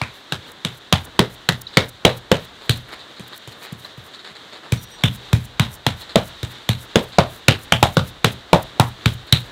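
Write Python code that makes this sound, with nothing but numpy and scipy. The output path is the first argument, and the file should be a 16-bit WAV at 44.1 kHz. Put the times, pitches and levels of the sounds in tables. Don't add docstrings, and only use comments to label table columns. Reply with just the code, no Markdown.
import sys
import numpy as np
from scipy import signal
from scipy.fft import rfft, irfft
from scipy.io import wavfile

SR = 44100
rng = np.random.default_rng(int(sys.argv[2]) if len(sys.argv) > 2 else 0)


def invert_db(level):
    return 10 ** (np.asarray(level, dtype=float) / 20)


def materialize(psi):
    bounded = np.clip(np.atleast_2d(psi).T, -1, 1)
    quanta = np.round(bounded * 32767).astype(np.int16)
    wavfile.write(sys.argv[1], SR, quanta)


N = 419391

# frequency in Hz, density in dB per Hz.
RAIN_COLOUR = [(18, -43), (40, -5), (118, -2.5), (204, -1.5), (336, 1), (801, -2), (1320, -1), (1810, -1.5),
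               (2480, -8), (3770, 2), (5040, -15), (7670, -19), (9970, -27.5), (14800, -31), (16000, -32)]
# time in seconds, level in dB.
SHOWER_LEVEL = [(0.0, -43), (4.63, -43), (4.71, -42), (7.57, -42), (7.92, -43), (8.03, -42.5), (9.51, -41)]
# frequency in Hz, t60 in seconds.
PORCH_DECAY = [(120, 0.29), (300, 0.21), (900, 0.23), (2400, .2), (6400, 0.14), (14000, 0.29)]
# frequency in Hz, level in dB.
PORCH_LEVEL = [(120, -10), (300, -16.5), (900, -23), (2400, -11), (6400, -5), (14000, -19.5)]
# start in seconds, level in dB, pitch in Hz.
EAVES_DRIPS = [
    (1.668, -23, 4090),
    (3.847, -26.5, 4160),
]
# frequency in Hz, level in dB, t60 in seconds.
BANGLE_MODES = [(3620, -48, 0.14), (4290, -55, .15), (5800, -52, 0.3), (8400, -47, 0.16), (10998, -60, .1),
                (14400, -58, .15)]
# start in seconds, level in dB, extra level in dB of the modes above 7 kHz.
BANGLE_TOUCHES = [
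    (4.775, 10, -30),
    (4.83, 3, -20),
    (4.885, -18, 7),
    (4.915, 3, -5),
    (4.94, -7, 2),
]
# start in seconds, level in dB, centre in Hz, length in seconds, grit in dB.
SMEARS = [(1.727, -37, 1300, 0.062, 7.5), (2.607, -34.5, 700, 0.07, -1), (3.846, -30, 1300, 0.022, -16),
          (6.086, -34.5, 1470, 0.06, 4.5), (9.264, -36, 1400, 0.059, 4), (2.884, -29.5, 1390, 0.032, -15),
          (2.92, -24.5, 1600, 0.041, -3.5), (2.988, -36, 1320, 0.046, 5), (3.16, -37.5, 1320, 0.067, 4),
          (3.32, -32, 1290, 0.043, 1), (3.517, -35, 1570, 0.023, 3), (3.607, -30.5, 1630, 0.11, -3.5),
          (4.133, -36.5, 1290, 0.028, 9.5), (4.189, -36, 1390, 0.028, 6), (4.242, -29, 1530, 0.054, 0.5),
          (4.289, -34, 1830, 0.031, -11), (4.348, -34, 1470, 0.033, 2.5), (4.522, -32.5, 1590, 0.054, 2),
          (4.63, -27.5, 765, 0.038, -8), (4.675, -35, 810, 0.014, -15), (4.974, -33, 730, 0.1, 0.5),
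          (6.005, -32, 810, 0.037, 7), (6.645, -45, 1290, 0.04, -5), (7.119, -32, 1840, 0.046, 5)]
# tear in seconds, level in dB, stretch before it in seconds.
TEARS = [(0.186, -61, 0.091), (0.519, -37, .004), (0.778, -41, 0.01), (1.052, -36.5, 0.011),
         (1.343, -44.5, .032), (1.617, -29, .004), (1.892, -34, 0.0087), (2.177, -39.5, 0.017),
         (2.449, -45, 0.015), (2.775, -41, .016), (4.837, -36, 0.019), (4.946, -64, .06),
         (5.154, -38, 0.028), (5.452, -41, 0.018), (5.744, -37, 0.032), (6.013, -41, .03),
         (6.276, -39, 0.039), (6.519, -44, .02), (6.83, -41.5, 0.047), (7.037, -40, 0.021),
         (7.345, -45.5, 0.12), (7.634, -41.5, 0.035), (7.808, -50, .037), (7.943, -40, 0.025),
         (8.084, -40, 0.039), (8.327, -37.5, .017), (8.629, -34, .007), (8.883, -42, 0.023),
         (9.135, -42.5, 0.028), (9.404, -42, 0.012)]
# tear in seconds, level in dB, stretch in seconds.
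TACKS = [(2.657, -53, .037), (2.891, -47, .008), (2.936, -47, .018), (3.197, -61, 0.012),
         (3.238, -57, .026), (3.28, -44, .01), (3.362, -44, 0.02), (3.378, -38, 0.0056), (3.478, -48, .006),
         (3.522, -49, 0.027), (3.644, -42.5, 0.045), (3.727, -38, 0.0036), (3.799, -45, 0.018),
         (3.848, -49, 0.065), (3.981, -53, .01), (4.066, -46.5, .034), (7.096, -51, 0.043),
         (9.273, -50, .01), (9.464, -52, 0.027)]
# frequency in Hz, level in dB, t60 in seconds.
DECK_MODES = [(85.8, -12.5, 0.25), (121, -11.5, 0.32), (142.8, -12.5, 0.092), (234.6, -10.5, 0.11),
              (266, -48.5, 0.2)]
# start in seconds, level in dB, pitch in Hz.
POPS = [(0.014, -27, 1030), (0.925, -14, 780), (1.191, -10, 400), (1.77, -11, 481), (2.05, -4.5, 510),
        (2.315, -9, 500), (2.694, -26.5, 420), (5.596, -19.5, 1040), (5.866, -19, 755), (6.157, -9, 575),
        (6.957, -7.5, 430), (7.184, -4, 637), (7.482, -13, 390), (7.723, -13.5, 686), (7.827, -7, 730),
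        (7.968, -15, 525), (8.244, -16.5, 420), (8.53, -3, 586), (8.797, -8, 840), (9.058, -28, 423)]
# frequency in Hz, density in dB per Hz.
CRACK_COLOUR = [(530, 7.5), (900, 0.5), (1150, -3), (1470, -2), (1770, -2.5), (2730, -2.5), (3040, 0),
                (3860, 2), (4330, -5.5), (6500, -21), (8450, -41), (14300, -120)]
# start in seconds, extra ring of the gap in dB, extra spray in dB.
SPOTS = [(0.014, 11, -3), (1.488, 2, 1), (2.694, 17.5, 5), (4.721, 0.1, 3.5), (5.036, 13, 1.5),
         (5.33, 2.5, 2), (0.925, -3, 0.5), (1.77, 2, -0.5), (6.69, 13, 3), (7.723, 10.5, 1.5),
         (7.827, 0.5, 3), (7.968, 6.5, -0.5), (8.244, -11, 0.5), (8.53, 9, 2.5), (8.797, -15, 5),
         (9.324, 19.5, 5)]
# start in seconds, crack level in dB, crack pitch in Hz, thump level in dB, thump pitch in Hz.
FIRST_SLAPS = [(0.0143, -10.5, 2430, -19, 109), (0.3217, -7.5, 1670, -17, 125),
               (0.6479, -8, 3870, -17.5, 145), (0.9252, 4, 3480, -7, 143), (1.1909, 5, 2100, -7.5, 173),
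               (1.4883, 1, 2050, -11, 134), (1.7702, 9, 2250, -6.5, 134), (2.0497, 8.5, 4170, -7.5, 142),
               (2.3152, 1.5, 3140, -8.5, 186), (2.6936, -10, 4350, -8, 106)]
PATS = [
    (3.1953, -30, 3880, -30.5, 173),
    (3.4741, -30, 3600, -31.5, 110),
    (3.7212, -39, 3380, -23, 140),
    (3.975, -48, 1810, -28, 116),
    (4.3035, -53, 1610, -39, 150),
]
SECOND_SLAPS = [(4.7209, -11, 2500, -8, 112), (5.036, -5, 3570, -2.5, 127), (5.3291, -7, 2480, -3.5, 117),
                (5.5955, -1.5, 3970, -5.5, 124), (5.8648, -2, 4240, -8.5, 118), (6.1564, -1, 4070, -7, 177),
                (6.4294, -18, 3800, -17.5, 90.5), (6.6893, -8.5, 4300, -7.5, 116),
                (6.9564, 1, 3640, -8.5, 184), (7.184, 1.9, 1430, -8, 155.5), (7.482, 11, 2980, -4.5, 117),
                (7.7214, 1.5, 3300, -7.5, 136), (7.827, 2, 4160, -6, 103), (7.9682, -2, 1420, -4.5, 139),
                (8.2442, 4.5, 3700, -7, 131), (8.53, 2.5, 925, -5.5, 158), (8.7969, -3, 1500, -4, 121),
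                (9.0574, -2, 4050, -4, 114), (9.324, -4.5, 4030, -5.5, 105)]
BLOWS = FIRST_SLAPS + PATS + SECOND_SLAPS

GROUND_DB, GROUND_T60_S = -23.5, 0.96
DRIP_S, DRIP_SAG = 0.0067, 0.086
TEAR_HZ, TACK_HZ = 10000, 10000
LET_GO_S, LET_GO_SHARE = 0.0021, 0.38
FINGER_LEAD_S, FINGER_DB, FINGER_RISE_S, FINGER_FALL_S = 0.042, -52.5, 0.012, 0.042
DECK_DB, DECK_FOLLOWS, DECK_LEAD_S = 0.76, 0.02, 0.0029
FLAT_POP_DB, FLAT_POP_FOLLOWS, FLAT_POP_HZ = -24.5, 0.65, 417
WALL_ECHO_S, WALL_ECHO_DB = 0.028, -12
SPRAY_DB, SPRAY_FOLLOWS, SPRAY_DB_PER_OCTAVE = -18.5, 0.73, 1.5
MIST_FOLLOWS = 0.97
GAP_RING_DB, ECHO_DB, ECHO_FOLLOWS = -3.5, -3.5, -0.26
MIC_TOP_HZ = 16150


def at_hz(points, hz):
    return np.interp(np.log(hz), np.log(np.array(points)[:, 0]), np.array(points)[:, 1])


def shaped(x, points):
    hz = np.maximum(np.fft.rfftfreq(len(x), 1 / SR), 1)
    y = irfft(rfft(x) * invert_db(at_hz(points, hz)), len(x))
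    return y / np.sqrt(np.mean(y ** 2) + 1e-20)


def band(x, low_hz, high_hz):
    edges = [low_hz, min(high_hz, 0.45 * SR)]
    return signal.sosfilt(signal.butter(2, edges, "band", fs=SR, output="sos"), x)


def ring(x, hz, t60):
    r, w = invert_db(-60 / (t60 * SR)), 2 * np.pi * hz / SR
    return signal.lfilter([0, np.sin(w)], [1, -2 * r * np.cos(w), r * r], x + 1e-18)


def add(out, s, piece):
    i = max(round(s * SR), 0)
    out[i:i + len(piece)] += piece[:N - i]


def row_at(table, s, otherwise):
    return next((row[1:] for row in table if abs(row[0] - s) < 0.02), otherwise)


def drift(rate):
    knots = rng.standard_normal(400)
    return np.interp(np.arange(N) / SR * rate, np.arange(400), knots)


def lumps(count, size, lumpy_db):
    knots = rng.standard_normal((count, size // 128 + 2))
    return [invert_db(lumpy_db * np.interp(np.arange(size) / 128, np.arange(len(row)), row)) for row in knots]


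def snaps(count, per_s):
    born = rng.random((count, 6000)) < per_s / SR
    return rng.standard_normal((count, 6000)) * (0.38 + 0.86 * born * np.sqrt(SR / per_s))


def porch(t, hz):
    swell = np.clip((t - 0.004) / 0.0068, 0, 1)
    return swell * invert_db(at_hz(PORCH_LEVEL, hz) - 60 * t / at_hz(PORCH_DECAY, hz))


def rain():
    s, level_db = np.transpose(SHOWER_LEVEL)
    drop_level = invert_db(4.04 * np.minimum(rng.exponential(1, N), 4))
    drops = (rng.random(N) < 900 / SR) * drop_level * rng.choice([-1, 1], N)
    hiss = shaped(rng.standard_normal(N) + 1.23 * drops, RAIN_COLOUR)
    roof = signal.sosfilt(signal.butter(2, 2500, fs=SR, output="sos"), hiss)
    sheet = hiss - roof
    patchy = roof * invert_db(1.5 * drift(25.0)) + sheet * invert_db(1.5 * drift(23.0))
    gusts_db = 0.8 * drift(9.0)
    return band(patchy, 41, 20000) * invert_db(np.interp(np.arange(N) / SR, s, level_db) + gusts_db)


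def joists():
    swing = np.zeros(N)
    decay_db = -60 * np.arange(30000) / SR / GROUND_T60_S
    for s, _, _, thump_db, _ in BLOWS:
        add(swing, s, invert_db(thump_db + GROUND_DB + decay_db))
    return swing * shaped(rng.standard_normal(N), [(15, -10), (30, 26.5), (55, 13), (90, 3), (200, -41.5)])


def drips():
    out, t = np.zeros(N), np.arange(0, DRIP_S, 1 / SR)
    for s, level_db, hz in EAVES_DRIPS:
        chirp = np.sin(2 * np.pi * hz * t * (1 - DRIP_SAG * t / DRIP_S / 2))
        add(out, s, invert_db(level_db) * np.sin(np.pi * t / DRIP_S) ** 0.5 * chirp)
        tail = band(rng.standard_normal(4000), hz / 1.2, hz * 1.15) * porch(np.arange(4000) / SR, 2400)
        add(out, s, invert_db(level_db + 7) * tail)
    return out


def bangle():
    out, touches = np.zeros(N), rng.normal(0, 2.5, (len(BANGLE_TOUCHES), len(BANGLE_MODES)))
    for (s, touch_db, bright_db), spread in zip(BANGLE_TOUCHES, touches):
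        for (hz, level_db, t60), own_db in zip(BANGLE_MODES, spread):
            mode_db = touch_db + level_db + own_db + bright_db * (hz > 7000)
            add(out, s, ring(np.pad([invert_db(mode_db)], (0, 12000)), hz, t60))
    return out


def smears():
    out, t = np.zeros(N), np.arange(6000) / SR
    for (s, level_db, hz, length, grit_db), grains in zip(SMEARS, snaps(len(SMEARS), 1500)):
        rub = 0.32 * band(grains, hz / 1.35, hz * 1.35) + 0.5 * band(grains, 270, 1900)
        grit = 0.82 * band(grains, 3470, 4240) + 0.082 * band(grains, 5100, 7200)
        stroke = np.clip(t / (0.16 * length), 0, 1) * np.exp(-(t / length) ** 2)
        add(out, s, invert_db(level_db + 7) * (rub + invert_db(grit_db) * grit) * stroke)
    return out


def peels():
    out, t = np.zeros(N), np.arange(-3500, 2500) / SR
    rows = [(s, level_db, hz, rise, LET_GO_S + LET_GO_SHARE * rise)
            for table, hz in ((TEARS, TEAR_HZ), (TACKS, TACK_HZ)) for s, level_db, rise in table]
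    rows += [(s - FINGER_LEAD_S, FINGER_DB, TACK_HZ, FINGER_RISE_S, FINGER_FALL_S) for s, _, _ in TEARS]
    for (s, level_db, hz, rise, fall), grains in zip(rows, snaps(len(rows), 2500)):
        stretch_db = 12.0 * t / max(rise, 0.002)
        release_db = -9.0 * (t / max(fall, 0.002)) ** 2
        shape_db = np.maximum(np.where(t < 0, stretch_db, release_db), -90)
        add(out, s + t[0], invert_db(level_db + shape_db) * band(grains, hz / 1.87, hz * 1.64))
    return out


def thumps():
    out, t = np.zeros(N), np.arange(14000) / SR
    noise = rng.standard_normal((len(BLOWS), 14000))
    touch = rng.normal(0, 3.5, (len(BLOWS), len(DECK_MODES)))
    push = np.pad(np.hanning(130) / 65, (260, 14000 - 390))
    swell = (t / 0.011) * np.exp(1 - (t / 0.0075) ** 1.92)
    sag = t + 0.0018 * (1 - np.exp(-t / 0.00057))
    for (s, _, _, thump_db, thump_hz), air, spread in zip(BLOWS, noise, touch):
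        add(out, s + 0.0036, invert_db(thump_db + 4.5) * np.sin(2 * np.pi * thump_hz * sag) * swell)
        rumble = shaped(air, [(48, -40), (78, -5), (thump_hz, 0), (230, -8), (500, -50)]) * porch(t, 99)
        deck = sum(invert_db(level_db + own_db) * ring(push, hz, t60)
                   for (hz, level_db, t60), own_db in zip(DECK_MODES, spread))
        deck_db = (1 + DECK_FOLLOWS) * thump_db + DECK_DB - 2.5
        add(out, s - DECK_LEAD_S, invert_db(deck_db) * (deck + rumble))
    return out


def pops():
    out, t = np.zeros(N), np.arange(14000) / SR
    noise = rng.standard_normal((len(BLOWS), 14000))
    kick = np.pad(np.hanning(20) / -7, (35, 14000 - 55))
    for (s, crack_db, _, _, _), air in zip(BLOWS, noise):
        flat_palm = (FLAT_POP_DB + FLAT_POP_FOLLOWS * crack_db, FLAT_POP_HZ)
        pop_db, hz = row_at(POPS, s, flat_palm)
        hollow = shaped(air, [(hz / 8, -40), (hz / 10.5, -13), (hz / 1.38, -9), (hz, 0),
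                              (hz * 1.43, -8), (hz * 4, -24), (hz * 16, -70)])
        splat = 0.3 * hollow * np.clip(t / 0.002, 0, 1) * np.exp(-t / 0.005)
        add(out, s, invert_db(pop_db + 14) * (ring(kick, hz, 4.8 / hz) + splat + hollow * porch(t, hz)))
        add(out, s + WALL_ECHO_S, invert_db(pop_db + 8 + WALL_ECHO_DB) * ring(kick, hz, 9.8 / hz))
    return out


def cracks():
    out, t = np.zeros(N), np.arange(14000) / SR
    noise = rng.standard_normal((len(BLOWS), 2, 14000))
    clumps = lumps(count=len(BLOWS), size=14000, lumpy_db=3.0)
    burst = np.clip((t / 0.0014) ** 2, 0.12, 1) * np.exp(-np.maximum(t - 0.0025, 0) / 0.0013)
    for (s, crack_db, crack_hz, _, _), (wet, fine), clump in zip(BLOWS, noise, clumps):
        ring_db, wet_db = row_at(SPOTS, s, (0, 0))
        clump = clump * invert_db(ECHO_DB + ECHO_FOLLOWS * crack_db)
        wet = band(shaped(wet, CRACK_COLOUR) * (burst + clump * porch(t, 2500)), 1010, 11700)
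        gap = 0.077 * invert_db(GAP_RING_DB + ring_db) * ring(wet, crack_hz, 14.6 / crack_hz)
        add(out, s, invert_db(crack_db - 2.0) * (wet + gap))
        spray = band(fine, 5270, 9330) * (burst + clump * porch(t, 7000))
        mist = band(fine, 5050, 13850) * (burst + clump * porch(t, 17000))
        pitch_db = SPRAY_DB_PER_OCTAVE * np.log2(crack_hz / 3000)
        spray_db = SPRAY_DB + wet_db + SPRAY_FOLLOWS * crack_db + pitch_db
        add(out, s, invert_db(spray_db + 0.5) * (spray + 0.94 * invert_db(MIST_FOLLOWS * wet_db) * mist))
    return out


def scene():
    around = rain() + joists() + drips() + bangle()
    hand = smears() + peels() + thumps() + pops() + cracks()
    return (around + hand)[None]


def roll_off(x):
    return signal.sosfilt(signal.butter(12, 16610, fs=SR, output="sos"), x)


def record(dry):
    x = signal.sosfilt(signal.butter(3, 72, "high", fs=SR, output="sos"), dry)
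    x = signal.sosfilt(signal.cheby2(14, 45, MIC_TOP_HZ, fs=SR, output="sos"), x)
    mix = np.clip(x, -0.98, 0.98)
    return roll_off(mix)


dry = scene()
out = record(dry)
materialize(out)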